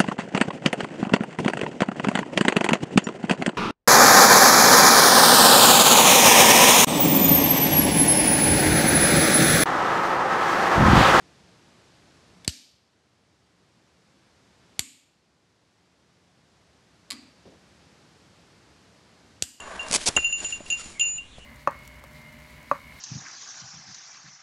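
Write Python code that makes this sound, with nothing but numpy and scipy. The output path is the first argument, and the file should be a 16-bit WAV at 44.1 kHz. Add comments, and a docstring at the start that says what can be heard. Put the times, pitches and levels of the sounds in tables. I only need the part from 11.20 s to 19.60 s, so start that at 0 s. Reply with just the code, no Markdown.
"""A fan rushes steadily in a small room; then four relays (electric switches) snap, 2.3 s apart.
In each, a metal arm hits its stop and bounces, ringing the case and setting a wooden panel humming.
A faint double tick comes just before the first snap, and something is bumped softly after the third.
Loud snaps overload a camera: it turns itself down with a thump; the fan noise drops and creeps back."""
import sys
import numpy as np
from scipy import signal
from scipy.fft import rfft, irfft, next_fast_len
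from scipy.io import wavfile

SR = 44100
rng = np.random.default_rng(int(sys.argv[2]) if len(sys.argv) > 2 else 0)


def generate_wav(signal):
    """Clip the signal to [-1, 1] and save it as 16-bit WAV at the path in sys.argv[1]."""
    frames = np.transpose(np.atleast_2d(signal))
    scaled = np.clip(frames, -1, 1) * 32767
    pcm = np.round(scaled).astype(np.int16)
    wavfile.write(sys.argv[1], SR, pcm)


N = 370440  # 8.4 s


def amp(db):
    """Turn decibels into a volume multiplier."""
    return 10 ** (np.asarray(db) / 20)


def unit(x):
    """Scale a sound to an average (rms) level of 1."""
    return x / np.sqrt(np.mean(x ** 2) + 1e-20)


def along(points, hz):
    """Read a smooth value between rows of pitch_hz, value, on a log pitch scale."""
    pitches, values = np.transpose(points)
    return np.interp(np.log(hz + 1), np.log(pitches + 1), values)


def filtered(x, response):
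    """Turn each frequency of x up or down by response(hz)."""
    size = next_fast_len(len(x) + SR // 2)
    return irfft(rfft(x, size) * response(np.fft.rfftfreq(size, 1 / SR)), size)[:len(x)]


def noise(colour, size):
    """Noise of level 1 with the given colour (its balance of low and high pitches)."""
    return unit(filtered(rng.standard_normal(size), lambda hz: amp(along(colour, hz))))


def add(track, start_s, sound):
    """Mix a sound into the track at start_s."""
    start = round(start_s * SR)
    track[start:start + len(sound)] += sound[:N - start]


# Colour of the fan's rush: pitch_hz, level_db
FAN_COLOUR = [(18, -56), (30, -24.5), (46, -13), (69, -2), (146, -1.5), (178, -1), (234, -5), (359, -5.5),
              (407, -7.5), (1290, -13.5), (1580, -14), (3020, -17.5), (4870, -17.5), (7840, -25),
              (12000, -37), (15600, -66.5), (22000, -120)]
def fan(air_db=-57.0, hum_db=-73, hum_hz=178, hum_width_hz=5):
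    """Moving air makes a steady rush with a faint, fuzzy hum."""
    hum = filtered(rng.standard_normal(N), lambda hz: 1 / (1 + (2 * (hz - hum_hz) / hum_width_hz) ** 2))
    return amp(air_db) * noise(FAN_COLOUR, N) + amp(hum_db) * unit(hum)


# Colour of a soft knock: pitch_hz, level_db
BUMP_COLOUR = [(35, -35), (60, -8), (140, -4), (353, -5.5), (389, -4), (763, -12), (841, -18), (1000, -20),
               (1440, -40), (2380, -30), (6000, -30), (7800, -56.5), (13200, -120)]
# The knocks: start_s, level_db, fade_s (always the time to fall by 60 dB)
BUMPS = [(6.253, -45.5, 0.38), (6.33, -53, 0.163)]
def bumps(rise_s=0.0014):
    """Something is bumped: two dull knocks fade in the room."""
    out, t = np.zeros(N), np.arange(SR // 2) / SR
    for start_s, level_db, fade_s in BUMPS:
        loudness = amp(level_db - 60 * t / fade_s) * (1 - np.exp(-t / rise_s))
        add(out, start_s, noise(BUMP_COLOUR, len(t)) * loudness)
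    return out


# Colour of the room's echo: pitch_hz, level_db
ROOM_COLOUR = [(500, -4.5), (1200, 6), (2400, -2.5), (4500, -1), (7200, 2), (8600, 2), (10300, -4),
               (12000, 0)]
# How long each pitch lingers: pitch_hz, fade_s
ROOM_FADES = [(300, .45), (1200, 0.23), (2500, 0.69), (5000, 0.66), (8000, 0.48), (12000, 0.53)]
def room(build_s, size=SR * 3 // 4):
    """Many echoes blur into one tail, in which each pitch fades at its own speed."""
    hz, t, bands = signal.stft(noise(ROOM_COLOUR, size), SR, nperseg=256)
    fade = amp(-60 * t / along(ROOM_FADES, hz)[:, None])
    _, tail = signal.istft(bands * fade * (1 - np.exp(-t / build_s)), SR, nperseg=256)
    return tail / np.linalg.norm(tail)


def near_echo(delay_s, fade_s, size=4096):
    """The nearest surface throws the snap back, scattered by clutter."""
    t = np.arange(size) / SR - delay_s
    echo = rng.standard_normal(size) * (t > 0) * amp(-60 * np.abs(t) / fade_s)
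    return echo / np.linalg.norm(echo)


# Colour of metal hitting metal in a small plastic case: pitch_hz, level_db
SNAP_COLOUR = [(100, -30.5), (400, -11.5), (700, -3), (1100, -11), (1600, -2), (3000, -0.5), (8000, -2.5),
               (10500, -8.5), (12000, -4.5), (15000, -31)]
def case_ring(peaks, colour=SNAP_COLOUR, size=4096):
    """One tap on a relay: a broad snap in which some pitches ring out."""
    hz = np.fft.rfftfreq(size, 1 / SR)
    peaks_db = sum(db / (1 + (2 * (hz - pitch) / width) ** 2) for pitch, width, db in peaks)
    # Folding the cepstrum turns these levels into a sound that starts sharply and dies away.
    cepstrum = irfft(np.log(amp(along(colour, hz) + peaks_db)))
    cepstrum[1:size // 2] *= 2
    cepstrum[size // 2:] = 0
    ring = irfft(np.exp(rfft(cepstrum)))
    return ring / np.linalg.norm(ring)


def chatter(length_s, rattle_db, rattle_fade_s, size=2048):
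    """One hit is a burst of tiny impacts, followed by a weaker rattle of the board."""
    t = np.arange(size) / SR
    window = np.exp(-(t / length_s) ** 8)
    burst = rng.standard_normal(size) * window
    for _ in range(8):  # even out all pitches while keeping the burst short
        spectrum = rfft(burst)
        burst = irfft(spectrum / (np.abs(spectrum) + 1e-12)) * window
    burst = burst / np.linalg.norm(burst) * np.sqrt(length_s * SR)
    rattle = amp(rattle_db - 60 * t / rattle_fade_s) * rng.standard_normal(size)
    return burst + rattle * (1 - np.exp(-t / length_s))


# Pitches that ring in the faint tick: pitch_hz, width_hz, boost_db
TICK_PEAKS = [(2192, 310, 9), (3525, 350, 14), (4800, 600, 5.5), (6013, 500, 3), (8000, 700, 5)]
# The double tick: start_s, level_db, chatter_s
TICKS = [(1.2468, -39.5, 0.0011), (1.2486, -39.5, .0012)]
def ticks():
    """Two light touches, too weak to make the room echo."""
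    out, ring = np.zeros(N), case_ring(TICK_PEAKS)
    for start_s, level_db, chatter_s in TICKS:
        touch = chatter(chatter_s, rattle_db=-6.0, rattle_fade_s=0.027)
        add(out, start_s, amp(level_db) * signal.fftconvolve(touch, ring))
    return out


def switch_times(first_s=1.2781, step_s=2.3152):
    """A timer switches the relays one by one, evenly spaced."""
    return first_s + step_s * np.arange(len(SWITCHINGS))


# The wooden panel's own notes: pitch_hz, level_db, fade_s
PANEL_NOTES = [(217, -4, .4), (240.4, 1, 0.39), (261, -1.5, .55), (293, -1.5, 0.51), (343, -8.5, 0.38),
               (440, -13.5, .3), (550, -13.5, .3)]
def thump_and_panel_hum(swell_s=.02, lag_s=0.005, thump_hz=76, sharpness=1.9):
    """A low thump comes with each loud snap as the camera turns itself down; the panel hums just after."""
    out, t = np.zeros(N), np.arange(SR * 3 // 4) / SR
    hum_age = np.maximum(t - lag_s, 0)
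    swell = 1 - np.exp(-hum_age / swell_s)
    thump_filter = lambda hz: -hz * hz / (thump_hz ** 2 - hz * hz + 1j * hz * thump_hz / sharpness)
    for start_s, (*_, hum_db, thump_db, thump_width_s) in zip(switch_times(), SWITCHINGS):
        pulse = -(t / thump_width_s) ** 2 * np.exp(1 - (t / thump_width_s) ** 2)
        hum = sum(amp(db - 60 * hum_age / fade_s) * np.sin(2 * np.pi * (hz * t + rng.random()))
                  for hz, db, fade_s in PANEL_NOTES)
        add(out, start_s, amp(thump_db) * filtered(pulse, thump_filter) + amp(hum_db) * hum * swell)
    return out


def arm_hits(time_s, motion, level_db, chatter_s, bounce_loss_db, touch_s=.0006):
    """The arm touches, hits its stop and bounces twice. Gives rows of time_s, level_db, chatter_s."""
    lead_s, touch_db, flight_s = motion
    hits = [(time_s - lead_s, level_db + touch_db, touch_s), (time_s, level_db, chatter_s)]
    for bounce in range(2):  # each is quicker, weaker and shorter
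        time_s += flight_s * 0.93 ** bounce
        level_db -= bounce_loss_db
        chatter_s *= .9
        hits.append((time_s, level_db, chatter_s))
    return hits


def soften(blow, age_s, dull_per_s=28):
    """The later a bounce comes, the softer and duller it lands."""
    dullness = np.clip(dull_per_s * age_s, 0, .9)
    return signal.lfilter([1 - dullness], [1, -dullness], blow)


# Where each relay's case rings: pitch_hz, width_hz, boost_db (below 0 is a dip)
CASE_A = [(850, 490, -7.5), (2954, 490, 4.5), (4510, 1100, 14), (6160, 350, 8.5), (7500, 1000, 11.5),
          (8400, 650, 5.5), (10000, 450, 7.5), (11620, 390, 7.5)]
CASE_B = [(2140, 250, 8.1), (3530, 520, 7.9), (4530, 390, 10), (5780, 240, 7.3), (6700, 280, 6.8),
          (7520, 580, 13), (9750, 550, 12), (11400, 670, 10)]
CASE_C = [(1150, 200, 13), (2140, 520, 10.6), (3195, 380, 9.2), (3860, 440, 9.4), (4260, 460, 11.3),
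          (4880, 620, 14), (6850, 410, 5.5), (7590, 710, 11), (9740, 1500, 14), (11700, 410, 3.5)]
CASE_D = [(1400, 600, 3), (2720, 140, 13), (3330, 570, 9.7), (4590, 1300, 12.4), (5860, 440, 11.6),
          (6600, 510, 9.2), (7780, 1400, 14), (8700, 630, 8.3), (9500, 700, 11), (11660, 370, 5.6)]
# Colour that each relay spreads through the room: pitch_hz, level_db
SPREAD_A = [(350, -41.5), (600, -12), (852, -18.5), (1020, -23.5), (1070, -31), (1170, -18), (1410, -23),
            (1640, -11), (2020, -12.5), (2290, -8), (4570, -0.5), (12000, -16), (15600, -44), (22000, -120)]
SPREAD_B = [(350, -52), (600, -21.5), (724, -27.5), (896, -16), (966, -20.5), (1110, -8), (1390, -20),
            (2270, -2.5), (4350, -6), (6020, -13), (7000, 0), (12000, -17.5), (15600, -51), (22000, -120)]
SPREAD_C = [(350, -46), (600, -18), (978, -5), (1140, 1.5), (1440, -10.5), (2100, -5.5), (2290, -2),
            (3430, -10.5), (4630, 0.5), (5520, -16), (7640, -12), (12000, -26), (15600, -58), (22000, -120)]
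SPREAD_D = [(350, -59), (600, -25.5), (752, -9.5), (863, -30.5), (942, -21.5), (1660, -10), (2130, -12.5),
            (2870, -1.5), (3690, -9.5), (6330, -8), (7180, -0.5), (12000, -15), (15600, -46), (22000, -120)]
# Pings of its spring and contact strips, heard through the room: pitch_hz, width_hz, boost_db
PINGS_A = [(1700, 80, 6), (2320, 70, 8), (3010, 90, 1.5), (4560, 120, 2), (7400, 100, 6), (8460, 200, 4.5),
           (11400, 700, 3.5)]
PINGS_B = [(2280, 86, 3), (3960, 200, 2), (4650, 300, 2.7), (7260, 200, 1), (8150, 400, 3.6),
           (11500, 800, 6)]
PINGS_C = [(1185, 62, 4.7), (2000, 55, 3), (2550, 60, 4.5), (4380, 120, 2), (4793, 40, 7), (6850, 87, 3)]
PINGS_D = [(1630, 60, 5.3), (2870, 58, 8), (4730, 500, 7.7), (5950, 80, 3.1), (6990, 70, 4), (7950, 150, 2),
           (11900, 310, 8.5)]
# How the arm moves, relative to its main hit: touch_lead_s, touch_db, first_bounce_s
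PULL_IN = (0.00087, -29, .003)  # the coil snatches it and holds it tight
RELEASE = (.0042, -1, .0103)  # the spring throws it back to bounce freely
# One row per relay: motion, level_db, chatter_s, bounce_loss_db, room_db, echo_db,
# panel_hum_db, thump_db, thump_width_s
SWITCHINGS = [(PULL_IN, -8, .002, 6.4, -9.5, -10, -42.5, -7.5, .0014),
              (PULL_IN, -5, 0.0016, 12, -11.5, -17, -41, -17, .001),
              (RELEASE, -22, 0.0018, 4, -10, -10, -42, -70, .001),
              (PULL_IN, -8.5, 0.0019, 16, -12.5, -14.5, -47.5, -18, 0.00077)]
def relays():
    """Each relay's arm rings its own case; a near surface and the room echo it."""
    out = np.zeros(N)
    voices = [(CASE_A, SPREAD_A, PINGS_A), (CASE_B, SPREAD_B, PINGS_B),
              (CASE_C, SPREAD_C, PINGS_C), (CASE_D, SPREAD_D, PINGS_D)]
    for start_s, switching, (case, spread, pings) in zip(switch_times(), SWITCHINGS, voices):
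        *stroke, room_db, echo_db = switching[:6]
        ring = case_ring(case)
        echo = amp(echo_db) * signal.fftconvolve(ring, near_echo(delay_s=0.0115, fade_s=.04))
        tail = amp(room_db) * signal.fftconvolve(case_ring(pings, spread), room(build_s=0.0027))
        hits = arm_hits(start_s, *stroke)
        for time_s, level_db, chatter_s in hits:
            blow = chatter(chatter_s, rattle_db=-11, rattle_fade_s=0.046)
            blow = amp(level_db) * soften(blow, time_s - start_s)
            add(out, time_s, signal.fftconvolve(blow, ring))
            add(out, time_s, signal.fftconvolve(blow, echo))
        # One room tail carries the energy of all the hits, starting at the main one.
        energy = sum(amp(level_db) ** 2 * chatter_s * SR for _, level_db, chatter_s in hits)
        add(out, start_s, np.sqrt(energy) * tail)
    return out


def scene():
    """All the sounds mixed into one channel."""
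    return (relays() + ticks() + thump_and_panel_hum() + bumps() + fan())[None]


def auto_volume(x, threshold_db=-19.5, recover_db_per_s=4.0, attack_s=0.0005, size=132):
    """A loud snap pulls the camera's volume down at once; it climbs back slowly."""
    power = signal.lfilter(np.ones(size) / size, 1, x ** 2)
    excess_db = np.maximum(10 * np.log10(np.abs(power) + 1e-12) - threshold_db, 0)
    recovery_db = recover_db_per_s * np.arange(N) / SR
    cut_db = np.maximum.accumulate(excess_db + recovery_db) - recovery_db
    smoothing = np.exp(-1 / (attack_s * SR))
    return x / (1 + signal.lfilter([1 - smoothing], [1, -smoothing], amp(cut_db) - 1))


def record(dry, ceiling_db=-8.5, low_cut_hz=50, high_cut_hz=12200):
    """The camera turns itself down, squashes loud peaks and loses the lowest and highest pitches."""
    x = amp(ceiling_db) * np.tanh(auto_volume(dry[0]) / amp(ceiling_db))
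    x = signal.sosfilt(signal.butter(4, low_cut_hz, "highpass", fs=SR, output="sos"), x)
    return filtered(x, lambda hz: 1 / np.sqrt(1 + (hz / high_cut_hz) ** 200))[None]


dry = scene()
out = record(dry)
generate_wav(out)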